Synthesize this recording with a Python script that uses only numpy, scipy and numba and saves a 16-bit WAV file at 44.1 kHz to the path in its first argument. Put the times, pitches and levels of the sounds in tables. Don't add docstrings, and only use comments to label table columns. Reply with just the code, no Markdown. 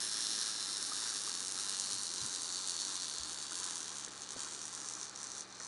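import sys
import numpy as np
from scipy import signal
from scipy.fft import rfft, irfft
from scipy.io import wavfile
from scipy.ndimage import uniform_filter1d
from numba import njit

SR = 44100
rng = np.random.default_rng(int(sys.argv[2]) if len(sys.argv) > 2 else 0)


def volts(x):
    e = np.asarray(x, float) / 20
    return 10 ** e


def transcribe(u):
    v = np.clip(np.atleast_2d(u).T, -1, 1)
    q = np.round(v * 32767).astype(np.int16)
    wavfile.write(sys.argv[1], SR, q)


N = 250047

# time_s, teeth_passed
TEETH = [(0.0034, 0), (0.0854, 9), (0.1249, 13), (0.2163, 23), (0.241, 26), (0.4067, 44), (0.4321, 47),
         (0.6169, 67), (0.6794, 73), (0.8599, 91), (0.9151, 97), (0.9756, 103), (1.0483, 111),
         (1.1098, 118), (1.3059, 138), (1.3853, 145), (1.598, 165), (1.6752, 173), (1.9735, 202),
         (2.044, 209), (2.1381, 217), (2.2051, 223), (2.2746, 230), (2.3716, 239), (2.397, 241),
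         (2.5147, 251), (2.7077, 269), (2.7895, 276), (2.9227, 289), (3.0318, 299), (3.0693, 302),
         (3.1122, 305), (3.333, 323), (3.4532, 332), (3.4971, 335), (3.6012, 344), (3.6521, 349),
         (3.7798, 360), (3.8576, 366), (3.9032, 370), (4.0625, 382), (4.0826, 383), (4.1076, 385),
         (4.1936, 391), (4.3322, 401), (4.4177, 408), (4.4609, 411), (4.5482, 418), (4.5907, 421),
         (4.6929, 429), (4.7504, 434), (4.816, 439), (4.874, 443), (4.9365, 448), (5.0292, 454),
         (5.095, 459), (5.1917, 465), (5.2544, 470), (5.3685, 477)]
# time_s, teeth_passed
LAST_TEETH = [(5.4585, 484), (5.4749, 485), (5.4908, 486), (5.5257, 488), (5.5462, 489), (5.5577, 490),
              (5.5808, 491), (5.6672, 496)]
# time_s, level_db
TORQUE = [(0, -46), (.4, -46.5), (.85, -46), (1.1, -44.5), (1.4, -45.5), (1.85, -44), (2.9, -44),
          (3.2, -46), (3.65, -45), (4.0, -48), (4.4, -46), (4.9, -47), (5.4, -46), (5.67, -49)]
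# deepest_s, depth_db, half_length_s
STALLS = [(0.56, -1.5, 0.045), (2.104, -3, 0.047), (2.768, -1.5, 0.036), (2.986, -3, 0.019),
          (3.19, -1.5, 0.026), (3.367, -1, 0.025), (3.478, -3, 0.041), (4.135, -6, 0.091),
          (4.102, -8, 0.011), (4.274, -7.5, 0.035), (4.354, -8, 0.015), (4.586, -4, 0.038),
          (4.706, -6.5, 0.022), (4.84, 0.5, 0.036), (5.13, -8.5, 0.1), (5.317, -4.5, 0.072),
          (5.458, -5, 0.022), (5.48, -13.5, 0.076), (5.565, -5, 0.05)]
# place_in_cycle (0-1), lower_db, middle_db, upper_db, top_db
BEATS = [
    (0, 0, 0, 0, 0),
    (.3, -6, -5, -12, -12),
    (.46, -16, -9, -4, -4),
    (.66, -16, -5, -12, -12),
]
# time_s, peak_db
BLOWS = [(0.3982, -28), (0.4308, -26), (0.6071, -25), (0.77, -22), (0.8275, -21.5), (0.934, -23),
         (1.039, -23.5), (1.1485, -25), (1.1587, -26), (1.188, -30), (1.2368, -25), (1.2948, -22.5),
         (1.3516, -23), (1.405, -23), (1.4496, -23.5), (1.4711, -23), (1.522, -19), (1.6076, -21),
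         (1.617, -24), (1.6953, -18), (1.7884, -21.5), (1.7986, -16.5), (1.8094, -20), (2.0336, -21),
         (2.068, -23), (2.1384, -23), (2.17, -28), (2.1937, -28), (2.2633, -21), (2.2954, -23.5),
         (2.3497, -21), (2.3605, -20.5), (2.42, -22.5), (2.4324, -22), (2.525, -21.5), (2.547, -21.5),
         (2.6749, -20.5), (2.6854, -21), (2.696, -19), (2.7657, -21), (2.79, -26), (2.8004, -23.5),
         (2.81, -21.5), (2.8183, -20), (2.8502, -20.5), (2.9554, -21), (3, -24), (3.021, -23),
         (3.0686, -29), (3.098, -23), (3.138, -24), (3.1838, -21), (3.234, -21), (3.3267, -26),
         (3.332, -22.5), (3.3452, -25),
         (3.4262, -23), (3.467, -26), (3.5212, -24), (3.5313, -22), (3.5436, -26), (3.5548, -21),
              (3.5773, -24), (3.5885, -22), (3.6003, -20.5), (3.6323, -22), (3.6423, -19), (3.6528, -22),
              (3.664, -21), (3.7089, -20.5), (3.757, -20), (3.769, -24), (3.78, -23.5), (3.805, -23),
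              (3.8302, -23.5), (3.8693, -38), (3.8806, -22), (3.893, -24.5), (3.984, -24), (3.997, -25),
              (4.0479, -21.5), (4.22, -23), (4.2905, -26), (4.3067, -24), (4.32, -23.5), (4.381, -29),
              (4.4046, -21.5), (4.535, -26), (4.6162, -24), (4.6546, -24), (4.6806, -26), (4.7387, -27.0),
              (4.7501, -23), (4.762, -28), (4.7766, -27), (4.8025, -26), (4.8165, -28), (4.874, -30),
              (4.887, -22), (4.8986, -25), (4.9103, -29), (4.9233, -27), (4.9368, -23), (4.952, -24),
              (5.0137, -25), (5.029, -29), (5.096, -28), (5.1532, -35), (5.16, -25), (5.2307, -23),
              (5.318, -25.5), (5.351, -27), (5.381, -27), (5.408, -24.5), (5.6335, -30.5), (5.6487, -28.5),
         (5.0422, -27), (5.0605, -38), (5.1752, -29), (5.1895, -30), (5.2028, -30), (5.242, -26),
              (5.2546, -33), (5.27, -28), (5.3024, -29), (5.3667, -31), (5.395, -32), (5.5808, -41),
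              (5.6002, -29), (5.616, -35),
         (0.0218, -27), (0.0491, -22.5), (0.105, -37), (0.1426, -25), (0.1705, -24), (.2071, -21.5),
               (0.3057, -23), (0.3698, -27), (0.389, -26), (0.4138, -22), (3.259, -28), (3.2839, -29),
               (3.2954, -25), (3.3748, -26), (3.3867, -25), (3.4144, -27), (3.4962, -28), (3.5097, -25),
               (3.928, -30), (3.9505, -30), (3.9564, -29), (3.9694, -25), (4.0377, -30), (4.0625, -28),
               (4.0824, -28), (4.1076, -35), (4.1195, -30), (4.1265, -32), (4.135, -32), (4.1777, -30),
               (4.2078, -30), (4.2423, -36), (4.2736, -34), (4.3677, -32), (4.3934, -23), (4.433, -22),
               (4.4857, -29), (4.5974, -32), (4.604, -35), (5.4285, -36), (5.4749, -44), (5.4908, -40),
               (5.5028, -39), (5.5257, -35), (5.5462, -43), (5.5577, -42), (5.6082, -34), (5.6575, -35),
               (5.6665, -47)]
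# pitch_hz, width_hz, level_db, group (0 lower, 1 middle, 2 upper, 3 top)
SHELL_MODES = [(2950, 500, -8, 0), (3980, 300, -12, 0), (4850, 800, -3, 0), (6250, 450, -3, 1),
               (6850, 500, -4, 1), (7150, 500, -9, 1), (7500, 400, -4, 1), (8350, 500, 0, 2),
               (9100, 900, -1, 2), (9900, 1000, 0, 3), (10900, 1100, 0, 3)]
# time_s, edge_hz, first_twin_db, second_twin_db, first_twin_hz
SLIDE = [(0, 3240, 2, -9, 4280), (.55, 3590, 1, -3.5, 4210), (1.2, 3570, -6.5, -1.5, 4270),
         (1.6, 3710, -1.5, -7.5, 4310), (2.2, 3820, 0.5, -2, 4260), (2.6, 3530, -1.5, 1.5, 4280),
         (3.1, 3420, 0.5, -0.5, 4240), (3.6, 3350, -10.5, -1, 4250), (3.95, 3260, -3, -4.5, 4220),
         (4.4, 3230, -10.5, -1, 4160), (5.67, 3580, 2, -5, 4230)]
# time_s, pitch_hz, level_db
FACE = [(0, 5440, 3.5), (.4, 5630, 6), (.8, 5460, 3), (1.15, 5620, 2), (1.5, 5650, -1), (2, 5720, 0.5),
        (2.6, 5800, -1.5), (3, 5860, 1.5), (3.4, 5570, -5), (3.8, 5800, -1), (4.3, 5770, -2.5),
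        (5, 5850, 1.5), (5.67, 5950, 4.5)]
# time_s, share_turned (0-1)
TURN = [(0, 0.4), (.35, 0.04), (1.05, 0.35), (1.5, 0.35), (1.7, 0.1), (2.1, 0.4), (2.5, 0.46), (3.2, 0.23),
        (3.7, 0.27), (4.4, 0.43), (5.0, 0.62), (5.67, 0.5)]
# pitch_hz, level_db
SHELL_RADIATION = [(1500, 12.5), (2400, -2), (3200, -3), (3700, 1), (10000, -2), (11000, -12)]
# pitch_hz, width_hz, level_db
DOOR = [(300, 19, -11.5), (1029, 124, 3), (1113, 92, 1.5), (1324, 140, 1.5), (1594, 120, 2.5),
        (1736, 290, 0.5)]
# start_s, peak_db, pitch_hz, fade_s (to -60 dB)
KNOCKS = [
    (.919, -36, 1230, .021),
    (1.275, -39.5, 1170, .026),
    (1.575, -48, 1290, .06),
    (3.52, -46, 1490, .02),
    (4.077, -44, 404, .012),
    (4.078, -42, 1700, .006),
    (4.363, -43, 600, .01),
    (4.366, -45, 250, .015),
    (5.604, -45, 1350, .014),
    (5.605, -44, 1850, .012),
]
# start_s, peak_db, pitch_hz, fade_s (to -60 dB)
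BUMPS = [(1.2, -91, 45, .12), (1.62, -71, 80, .12), (1.925, -55, 116, 0.18), (2.207, -52, 87, 0.15),
         (2.228, -47.5, 126, 0.056), (2.25, -53, 215, 0.075), (2.54, -78, 50, 0.08),
         (3.195, -53, 70.4, .14), (3.3, -69, 59.4, .2), (3.58, -65, 75, .1), (4.35, -57, 104, 0.11)]
# multiple_of_mains, level_db
HUM = [(1, -82.5), (2, -71.3), (13, -74.9), (14, -71.3), (18, -74.1), (19, -72.3), (20, -70.3), (22, -73.3),
       (26, -75.7), (31, -76.3), (34, -77.5), (38, -77), (40, -76.4), (41, -77.4)]
# pitch_hz, level_db
FAN = [(192.0, -70.2), (268.0, -78.7), (390.2, -78.2)]
# pitch_hz, level_db (per Hz)
KITCHEN = [(30, -30), (55, -14), (100, -9), (160, -12), (300, 0), (450, -2), (620, -6), (1100, -4),
           (1800, -6), (2150, -14), (3000, -14), (4300, -11), (6500, -19), (8000, -26), (11000, -36)]
# pitch_hz, level_db
MICROPHONE = [(20, 0), (55, -1.5), (7650, 2), (7920, 3.5), (8200, 4.5), (10500, 7), (11000, -3),
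              (11400, -8.5), (11700, -22.5), (12000, -60)]


def clockwork(lower_db=-0.97, upper_db=-2, top_db=0, top_fade=1.78, climb_db=-6):
    groups = ring_shell(*contacts())
    shell_db, bind_db = torque(), stalls()
    lower_stall, upper_stall = 0.35, 1.12
    lower_turn = -8 * curves(TURN)[0] + (lower_stall - 1) * bind_db
    upper_turn = np.linspace(-3, -10, N) + (upper_stall - 1) * bind_db + .6 * walk(18)
    top_turn = top_fade * upper_turn + climb_db * np.arange(N) / N
    group_db = [lower_db + lower_turn, 0, upper_db + upper_turn, top_db + top_turn]
    *body, top = [volts(shell_db + db) * unit(g) for db, g in zip(group_db, groups)]
    return colour(sum(body), SHELL_RADIATION) + top


def ring_shell(times, dbs, stagger_s=.0005):
    edge_hz, first_db, second_db, first_hz = curves(SLIDE)
    face_hz, face_db = curves(FACE)
    waver = 1 + .008 * walk(7)
    twin_hz, twin_width_hz = 4500, 165
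    modes = [(edge_hz, 500, -8, 0),
             (first_hz * waver, twin_width_hz, first_db - 2.5, 0),
             (twin_hz / waver, twin_width_hz, second_db, 0),
             (face_hz, 500, face_db, 1)] + SHELL_MODES
    groups = np.zeros((4, N))
    count = len(times)
    push = np.sign(rng.standard_normal(count))
    firm = dbs[:, 0] > np.percentile(dbs[:, 0], 97.4)
    push[firm] = 1
    slip = rng.standard_normal(count) * np.interp(times * SR / N, (0, .6), (.000032, .000016))
    for k, (hz, width, db, group) in enumerate(modes):
        group, mean_hz = int(group), np.mean(hz)
        side = np.sign(rng.standard_normal(count))
        late = stagger_s * (rng.random(count) - .5) * (group > 0)
        if mean_hz < 4600:
            side = push * np.sign(mean_hz - 3900)
        else:
            side[firm] = (-1) ** k
            order_s = stagger_s * (k * .38 % 1 - .5) * .6
            late[firm] = order_s + slip[firm] * (1 + 3 * (mean_hz > 8800))
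        share_db = (1.0 if group else .4) * rng.standard_normal(count)
        size = side * volts(dbs[:, group] + share_db) / np.sqrt(width)
        groups[group] += volts(db) * band(clicks(times + late, size), hz, width)
    return groups


def contacts(jitter_s=.00012, lead_s=.0002, hard_db=1.03, rebound_s=.0027):
    s, teeth = np.transpose(TEETH + LAST_TEETH)
    tooth = np.arange(teeth[-1] + 1)
    count = len(tooth)
    late = .057 * np.cos(2 * np.pi * (tooth + .38) / 10.25)
    times, dbs = [], []
    for (place, *group_db), slowing_db in zip(BEATS, (-1.5, -13.5, 2.5, -8.5)):
        jitter = jitter_s * (1 + 3 * place) * rng.standard_normal(count)
        times.append(np.interp(tooth + place + late, teeth, s) - lead_s + jitter)
        scatter_db = (1.5 if place else .5) * rng.standard_normal(count)
        dbs.append(np.add.outer(scatter_db + slowing_db * tooth / count, group_db))
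    times, dbs = np.concatenate(times), np.concatenate(dbs)
    runs = unit(uniform_filter1d(rng.standard_normal((count, 1)), size=4, axis=0))
    dbs[:count] += hard_db * (0.76 + tooth[:, None] / count) * runs
    rebound = np.arange(len(times)) // count == 1
    hard_blows(times, dbs, rebound, lead_s)
    times[rebound] = times[:count] + rebound_s + jitter_s * rng.standard_normal(count)
    dbs[:, 0] -= 7 * (times * SR / N) ** 2
    times, dbs = chatter(times, dbs)
    loose, loose_db = loose_gears(s, teeth)
    return np.concatenate([times, loose]), np.concatenate([dbs, loose_db])


def hard_blows(times, dbs, rebound, lead_s, blow_db=19, body_follows=0.3):
    shell_db = torque()
    for at, db in BLOWS:
        k = np.argmin(abs(times - at) - .00015 * dbs[:, 1] + rebound)
        usual_db = dbs[k, 0]
        times[k] = at - lead_s
        dbs[k] = db - shell_db[int(at * SR)] - blow_db + np.array([-0.43, -0.22, 0.066, -1.0])
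        dbs[k, 0] += (1 - body_follows) * (usual_db - dbs[k, 0])


def chatter(times, dbs, chatter_s=.0006):
    slow = times * SR / N
    slow_db = slow[:, None]
    lag = chatter_s * (.4 + rng.random((len(times), 3)))
    impact_times = [times - lag[:, 0],
                    times,
                    times + lag[:, 1] * (1 + slow),
                    times + lag[:, 2] * (2 + 2 * slow)]
    impact_dbs = [dbs - [13, 8, 5, 5] - 7 * slow_db,
                  dbs,
                  dbs - [18, 10, 8, 8] + slow_db * [4, 4, 7, 7],
                  dbs - [22, 15, 13, 13] + slow_db * [4, 7, 11, 11]]
    return np.concatenate(impact_times), np.concatenate(impact_dbs)


def loose_gears(s, teeth, rattle_db=-19, tail_db=2, settle_db=-5):
    spot = teeth[-1] * rng.random(16000)
    dbs = rattle_db + tail_db * rng.exponential(size=(len(spot), 1)) + np.array([-2.5, 2, -4.5, -3.0])
    return np.interp(spot, teeth, s), dbs + settle_db * (spot[:, None] % 1) ** 2


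def torque():
    swell = np.cos(2 * np.pi * (passed() - 2) / 11)
    return curves(TORQUE)[0] + 0.5 * swell + stalls()


def stalls():
    t = np.arange(N) / SR
    return sum(db * np.clip(1 - ((t - s) / half) ** 2, 0, 1) for s, db, half in STALLS)


def passed():
    return curves(TEETH + LAST_TEETH)[0]


def wheels(grit_db=2, boom_db=-62, boom_fade_db=-14, rumble_stall=0.95):
    grit = rng.standard_normal(N) * volts(grit_db * walk(150) + .6 * walk(9))
    tilt_db = np.interp(np.arange(N) / SR, (0, 2.5), (19.5, -1))
    panel = np.zeros(N)
    for k, (hz, width, db) in enumerate(DOOR):
        gain = volts(db + tilt_db * np.log2(hz / 1330)) / np.sqrt(width)
        panel += (-1) ** k * gain * band(grit, hz, width)
    boom = unit(band(band(grit, 275, 210), 275, 210)) * volts(boom_db + boom_fade_db * np.arange(N) / N)
    angle = 2 * np.pi * (passed() + 7.5) / 59.4
    turn_db = 1.5 * np.cos(angle) + 1.5 * np.cos(2 * angle)
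    rumble_db = np.linspace(-56, -59, N) + turn_db + rumble_stall * stalls()
    return unit(panel) * volts(rumble_db) + boom


def knocks():
    return hits(KNOCKS, 0.0006)


def bumps():
    return hits(BUMPS, 0.023)


def hits(table, rise_s):
    out, t = np.zeros(N), np.arange(SR // 4) / SR
    for s, db, hz, t60 in table:
        ring = np.sin(2 * np.pi * hz * t) * (1 - np.exp(-t / rise_s)) * volts(-60 * t / t60)
        at = int(s * SR)
        out[at:at + len(t)] += (volts(db) * ring / ring.max())[:N - at]
    return out


def room(x, count=12, t60_s=.18):
    t, out = np.arange(SR // 4) / SR, np.zeros(N)
    place = np.arange(N) / N * (count - 1)
    for k in range(count):
        tail = rng.standard_normal(len(t)) * volts(-60 * t / t60_s) * (t > .003)
        share = np.sqrt(np.clip(1 - abs(place - k), 0, 1))
        out += signal.oaconvolve(x * share, tail / np.sqrt(np.sum(tail ** 2)))[:N]
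    return out


def fridge(hum_db=3, mains_hz=59.995, buzz_db=-95, buzz_fall_db=-22, kitchen_db=-58):
    t = np.arange(N) / SR
    orders = np.arange(21, 47)
    partials = dict(zip(orders, buzz_db + np.linspace(0, buzz_fall_db, len(orders))))
    partials = partials | dict(HUM)
    lines = [(mains_hz * k, db) for k, db in partials.items()] + FAN
    hum = sum(volts(db) * np.sin(2 * np.pi * (hz * t + rng.random())) for hz, db in lines)
    noise = unit(colour(rng.standard_normal(N), KITCHEN)) * volts(kitchen_db)
    return volts(hum_db + .5 * walk(25)) * hum + noise


def unit(x):
    return x / np.sqrt(np.mean(x ** 2))


@njit
def svf(x, g, k):
    y, b, l = np.empty(len(x)), 0., 0.
    for i in range(len(x)):
        v = (b + g[i] * (x[i] - l)) / (1 + g[i] * (g[i] + k[i]))
        b, l, y[i] = 2 * v - b, l + 2 * g[i] * v, k[i] * v
    return y


def band(x, hz, width):
    return svf(x + 1e-18, np.tan(np.pi * hz / SR) * np.ones(N), width / hz * np.ones(N))


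def curves(table):
    s, *columns = np.transpose(table)
    return [np.interp(np.arange(N) / SR, s, c) for c in columns]


def walk(rate):
    k = int(SR / rate)
    return unit(uniform_filter1d(np.repeat(rng.standard_normal(N // k + 1), k), k)[:N])


def clicks(s, size):
    at = np.clip((s * SR).astype(int), 0, N - 1)
    return np.bincount(at, size, N)


def colour(x, table):
    hz, db = np.transpose(table)
    f = np.arange(N // 2 + 1) * SR / N + 1
    return irfft(rfft(x) * volts(np.interp(np.log(f), np.log(hz), db)), N)


def scene():
    toy = clockwork() + knocks()
    return (toy + volts(-12) * room(toy) + wheels() + bumps() + fridge())[None]


def low_pass(x):
    return signal.sosfilt(signal.butter(12, 11960, fs=SR, output="sos"), x)


def record(dry):
    mix = colour(dry[0], MICROPHONE)[None]
    return low_pass(mix)


dry = scene()
out = record(dry)
transcribe(out)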